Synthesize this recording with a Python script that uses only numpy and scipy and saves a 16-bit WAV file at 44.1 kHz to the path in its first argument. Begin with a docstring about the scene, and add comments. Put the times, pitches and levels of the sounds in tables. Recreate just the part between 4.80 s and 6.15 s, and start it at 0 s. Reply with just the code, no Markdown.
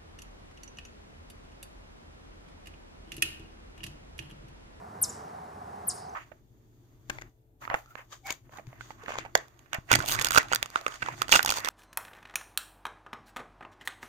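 """A chipmunk chips twice in a meadow: a sine whistle that falls from 14 to 4 kHz in 40 ms, with its octave.
Grass scatters it at once, distant bushes return it later: decaying noise tails convolved with the chip.
Short soft gliding notes follow each chip. Under it, shaped noise: far traffic, wind and microphone hiss, with
a drone near 750 Hz that reaches the two microphone ports out of step."""
import sys
import numpy as np
from scipy import signal
from scipy.fft import rfft, irfft
from scipy.io import wavfile
from scipy.ndimage import uniform_filter1d

SR = 44100
rng = np.random.default_rng(int(sys.argv[2]) if len(sys.argv) > 2 else 0)


def dump_mix(stems):
    """Bounce the given channels to the path in sys.argv[1] as a 16-bit WAV at rate SR."""
    frames = np.atleast_2d(stems).T  # one column per channel
    limited = np.clip(frames, -1, 1)  # hard clip at full scale
    pcm = np.round(limited * 32767).astype(np.int16)
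    wavfile.write(sys.argv[1], SR, pcm)


def volts_from_decibels(level):
    """Turn decibel levels (scalar or array-like) into linear amplitude factors."""
    exponent = np.asarray(level, float) / 20
    return 10 ** exponent


N = 59535
T = np.arange(N) / SR
F = np.fft.rfftfreq(N, 1 / SR) + 1  # Hz; 1 Hz up keeps log(F) finite


def read(table, column=1):
    """A table over frequency, joined on a log axis."""
    table = np.array(table, float)
    return np.interp(np.log(F), np.log(table[:, 0]), table[:, column])


def over_time(rows, column=1):
    """A table over time, joined by straight lines."""
    rows = np.array(rows, float)
    return np.interp(T, rows[:, 0], rows[:, column])


def smooth(rows, column):
    """A table over time, corners rounded over 1 ms."""
    return uniform_filter1d(over_time(rows, column), size=45)


def walk(rate_per_s):
    """Random levels held 1 / rate s and slewed twice; spread near 1."""
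    hold = int(SR / rate_per_s)
    steps = np.repeat(rng.standard_normal(N // hold + 1), hold)
    return 1.3 * uniform_filter1d(uniform_filter1d(steps, hold), hold)[:N]


# background spectra, sum and difference of the ports: [f/Hz, relative level/dB per Hz]
SUM_SPECTRUM = [(20, -44), (40, -25), (55, -16.5), (72, -3.5), (130, -5.5), (200, -4), (300, -10.5),
                (385, -10), (417, -4.5), (450, -8.5), (520, -11.5), (670, -9), (705, -2.5), (745, 0),
                (800, -6), (880, -8), (1300, -13), (1800, -18.5), (2600, -30.5), (3400, -34), (5000, -33),
                (9200, -37.5), (13500, -43.5), (15500, -52)]
DIFFERENCE_SPECTRUM = [(20, -57), (40, -42.5), (200, -24.5), (330, -26), (415, -11), (550, -28), (680, 3),
                       (720, -3.5), (780, 5.5), (900, -2.5), (1110, -7.5), (1420, -23.5), (1590, -11),
                       (1750, -24.5), (3070, -38), (5000, -39.5), (9200, -43.5), (15500, -55)]
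# how far the difference follows the sum: [f/Hz, share/0-1, phase/rad]
PORT_LINK = [(200, .1, 3.), (400, 0.2, 2.4), (740, .7, 4.6), (1220, 0.2, 4.3), (1960, 0, 0.44),
             (6020, .1, .2)]
# slow swells of the drone and of the low rumble: [t/s, level/dB]
DRONE_SWELL = [(0, -5), (.2, -5), (.35, 0), (.6, 0.5), (.7, -2), (.92, 2.5), (1.08, -1), (1.2, 1.5),
               (1.35, 2.5)]
RUMBLE_SWELL = [(0, 4.5), (.2, 3), (.5, -0.5), (.8, 1), (1.1, -0.5), (1.35, 1)]
DRONE_LOW_HZ, DRONE_HIGH_HZ, RUMBLE_TOP_HZ = 670, 898, 110
GUST_DB, GUSTS_PER_S = 1.2, 5
AIR_DB = -47  # rms of the port sum signal


def air():
    """Shaped noise in three bands; around the drone the ports share the sound with different phase."""
    a, b = rfft(rng.standard_normal((2, N)))
    share = np.clip(read(PORT_LINK), 0, 1)
    linked = np.sqrt(share) * np.exp(1j * read(PORT_LINK, column=2)) * a
    independent = np.sqrt(1 - share) * b
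    pair = np.array([volts_from_decibels(read(SUM_SPECTRUM)) * a,
                     volts_from_decibels(read(DIFFERENCE_SPECTRUM)) * (linked + independent)])
    in_drone = (F > DRONE_LOW_HZ) & (F < DRONE_HIGH_HZ)
    in_rumble = F < RUMBLE_TOP_HZ
    drone_gain = volts_from_decibels(over_time(DRONE_SWELL) + GUST_DB * walk(GUSTS_PER_S))
    rumble_gain = volts_from_decibels(over_time(RUMBLE_SWELL))
    rest_gain = volts_from_decibels(GUST_DB * walk(GUSTS_PER_S))
    drone = irfft(pair * in_drone, N) * drone_gain
    rumble = irfft(pair * in_rumble, N) * rumble_gain
    rest = irfft(pair * ~(in_drone | in_rumble), N) * rest_gain
    mid, side = drone + rumble + rest
    return np.array([mid + side, mid - side]) * volts_from_decibels(AIR_DB) / np.std(mid)


# whistle of each chip: [t/s, f/Hz, level/dB, octave level/dB]
CHIPS = [
    [(.211, 13800, -78, -90), (.2155, 13680, -31, -90), (.218, 13400, -26.5, -90),
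     (.2235, 11700, -26.5, -77), (.227, 10150, -17.5, -80), (.230, 9320, -15.5, -80),
     (.2335, 7940, -25.5, -70.5), (.2365, 7290, -29.5, -56.5), (.240, 6120, -24, -45.5),
     (.244, 5375, -30, -37), (.248, 4755, -40.5, -35.5), (.251, 3920, -50.5, -45), (.256, 3670, -57, -43.5),
     (.261, 3600, -64, -50.5), (.28, 3570, -76.5, -79)],
    [(1.067, 13870, -73, -92), (1.072, 13400, -36, -92), (1.078, 12060, -30.5, -84.5),
     (1.082, 11060, -27, -81), (1.086, 9660, -20.5, -80), (1.089, 8980, -22, -77),
     (1.092, 8265, -25, -77.5), (1.096, 7126, -33.5, -73), (1.100, 5684, -35.5, -56),
     (1.102, 5195, -34, -45), (1.106, 4710, -39.5, -56), (1.110, 3994, -48.5, -55), (1.113, 3485, -67, -34),
     (1.118, 3300, -82, -62)],
]
WOBBLE_DB, WOBBLE_PER_S = 1.2, 1300
RASP_DB, RASP_PER_S = -23.5, 5000  # depth re the whistle


def chip(rows):
    """A falling sine and its octave, slightly unsteady in level."""
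    hz = smooth(rows, 1)
    phase = 2 * np.pi * np.cumsum(hz) / SR
    on = (T > rows[0][0]) & (T < rows[-1][0])
    whistle = volts_from_decibels(smooth(rows, 2)) * np.sin(phase)
    octave_in = np.clip((7000 - hz) / 800, 0, 1)  # octave enters as the pitch falls below 7 kHz
    octave = volts_from_decibels(smooth(rows, 3)) * octave_in * np.sin(2 * phase)
    wobble = volts_from_decibels(WOBBLE_DB * walk(WOBBLE_PER_S))
    rasp = 1 + volts_from_decibels(RASP_DB) * walk(RASP_PER_S)
    return np.sqrt(2) * on * (whistle + octave) * wobble * rasp


def decay(t, t60_s):
    """Exponential fall of 60 dB in t60_s."""
    return np.exp(-np.log(1000) * t / t60_s)


def unit_energy(envelope):
    """Envelope scaled to unit energy."""
    return envelope / np.sqrt(np.sum(envelope ** 2))


# echoes of each chip, levels before colour, t60 at 6 kHz:
# [grass level/dB, grass t60/s, bush level/dB, bush delay/s, bush build-up/s, bush t60/s]
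ECHOES = [(-11, 0.081, -15.5, 0.021, .03, 0.43), (-5.5, 0.13, -13, 0.048, 0.015, 0.43)]
# echo colour of each chip; the animal turns between chips: [f/Hz, level/dB]
ECHO_COLOURS = [
    [(3000, 5), (4200, 7), (5300, 2), (6200, -5), (7200, 2.5), (9500, -7.5), (12000, -3), (14000, -14)],
    [(3000, 6), (4200, 2), (5100, 2.5), (6200, 0), (7200, -5.5), (9500, -8), (12000, -9), (14000, -12)],
]
GRASS_BUILD_S = 0.004
TREBLE_FADE_DB_PER_S_KHZ = 13.5
PATCHY_DB, PATCHES_PER_S = 2, 40  # bushes stand in clumps
ECHO_SIDE_DB = -8.5


def meadow(call, colour, grass_db, grass_t60_s, bush_db, delay_s, build_s, bush_t60_s):
    """Countless small scatterers: noise tails in 2 kHz steps, the treble dying sooner."""
    late = np.maximum(T - delay_s, 0)
    grass = unit_energy((1 - np.exp(-T / GRASS_BUILD_S)) * decay(T, grass_t60_s))
    bushes = unit_energy((1 - np.exp(-late / build_s)) * decay(late, bush_t60_s))
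    envelope = volts_from_decibels(grass_db) * grass + volts_from_decibels(bush_db) * bushes
    noise = rfft(rng.standard_normal((2, N)))
    response = 0
    for khz in range(2, 17, 2):
        triangle = np.clip(1 - abs(F / 1000 - khz) / 2, 0, 1)
        band = irfft(noise * triangle, N)
        fade_db = TREBLE_FADE_DB_PER_S_KHZ * (khz - 6) * np.minimum(T, 0.5)
        response = response + band * envelope * volts_from_decibels(PATCHY_DB * walk(PATCHES_PER_S) - fade_db)
    response = irfft(rfft(response) * volts_from_decibels(read(colour)), N)[:, :N // 2]
    echo = signal.fftconvolve(call[None], response, axes=1)[:, :N]
    mid, side = echo * [[1], [volts_from_decibels(ECHO_SIDE_DB)]]
    return np.array([mid + side, mid - side])


# short soft notes: [t/s, length/s, start f/Hz, end f/Hz, level/dB]
PEEPS = [(0.289, 0.0171, 7870, 6290, -38), (.3035, .004, 7170, 7300, -40), (1.293, 0.0086, 6180, 6150, -57),
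         (1.335, .011, 6120, 5500, -61.5)]
PEEP_OCTAVE_DB = -17  # re the note
PEEP_WOBBLE_DB = 2.4


def peeps():
    """Brief gliding sines under half-sine swells; notes starting below 7 kHz have an octave."""
    out = 0
    for start_s, length_s, start_hz, end_hz, db in PEEPS:
        u = np.clip((T - start_s) / length_s, 0, 1)
        phase = 2 * np.pi * np.cumsum(start_hz + (end_hz - start_hz) * u) / SR
        octave = volts_from_decibels(PEEP_OCTAVE_DB) * (start_hz < 7000) * np.sin(2 * phase)
        out = out + np.sqrt(2) * volts_from_decibels(db) * np.sin(np.pi * u) * (np.sin(phase) + octave)
    return out * volts_from_decibels(PEEP_WOBBLE_DB * walk(WOBBLE_PER_S))


PAN_DB = 0.6  # chips louder on the left, soft notes on the right
PORT_LAG_S = 3e-6  # chips reach the right port later


def scene():
    """Background, both chips with their echoes, the soft notes."""
    pan = volts_from_decibels(np.array([[PAN_DB], [-PAN_DB]]) / 2)
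    out = air() + peeps() / pan
    for rows, colour, echo in zip(CHIPS, ECHO_COLOURS, ECHOES):
        call = chip(rows)
        delayed = np.interp(T - PORT_LAG_S, T, call)
        out = out + np.array([call, delayed]) * pan + meadow(call, colour, *echo)
    return out


def top_cut(x):
    """Nothing passes above the cut-off."""
    return signal.sosfilt(signal.butter(12, 15660, fs=SR, output="sos"), x)


def record(dry):
    """The camera cuts the top with a steep elliptic low-pass at 15650 Hz."""
    low_pass = signal.ellip(8, 0.2, 70, 15650, fs=SR, output="sos")
    cut = signal.sosfilt(low_pass, dry)
    return top_cut(cut)


dry = scene()
out = record(dry)
dump_mix(out)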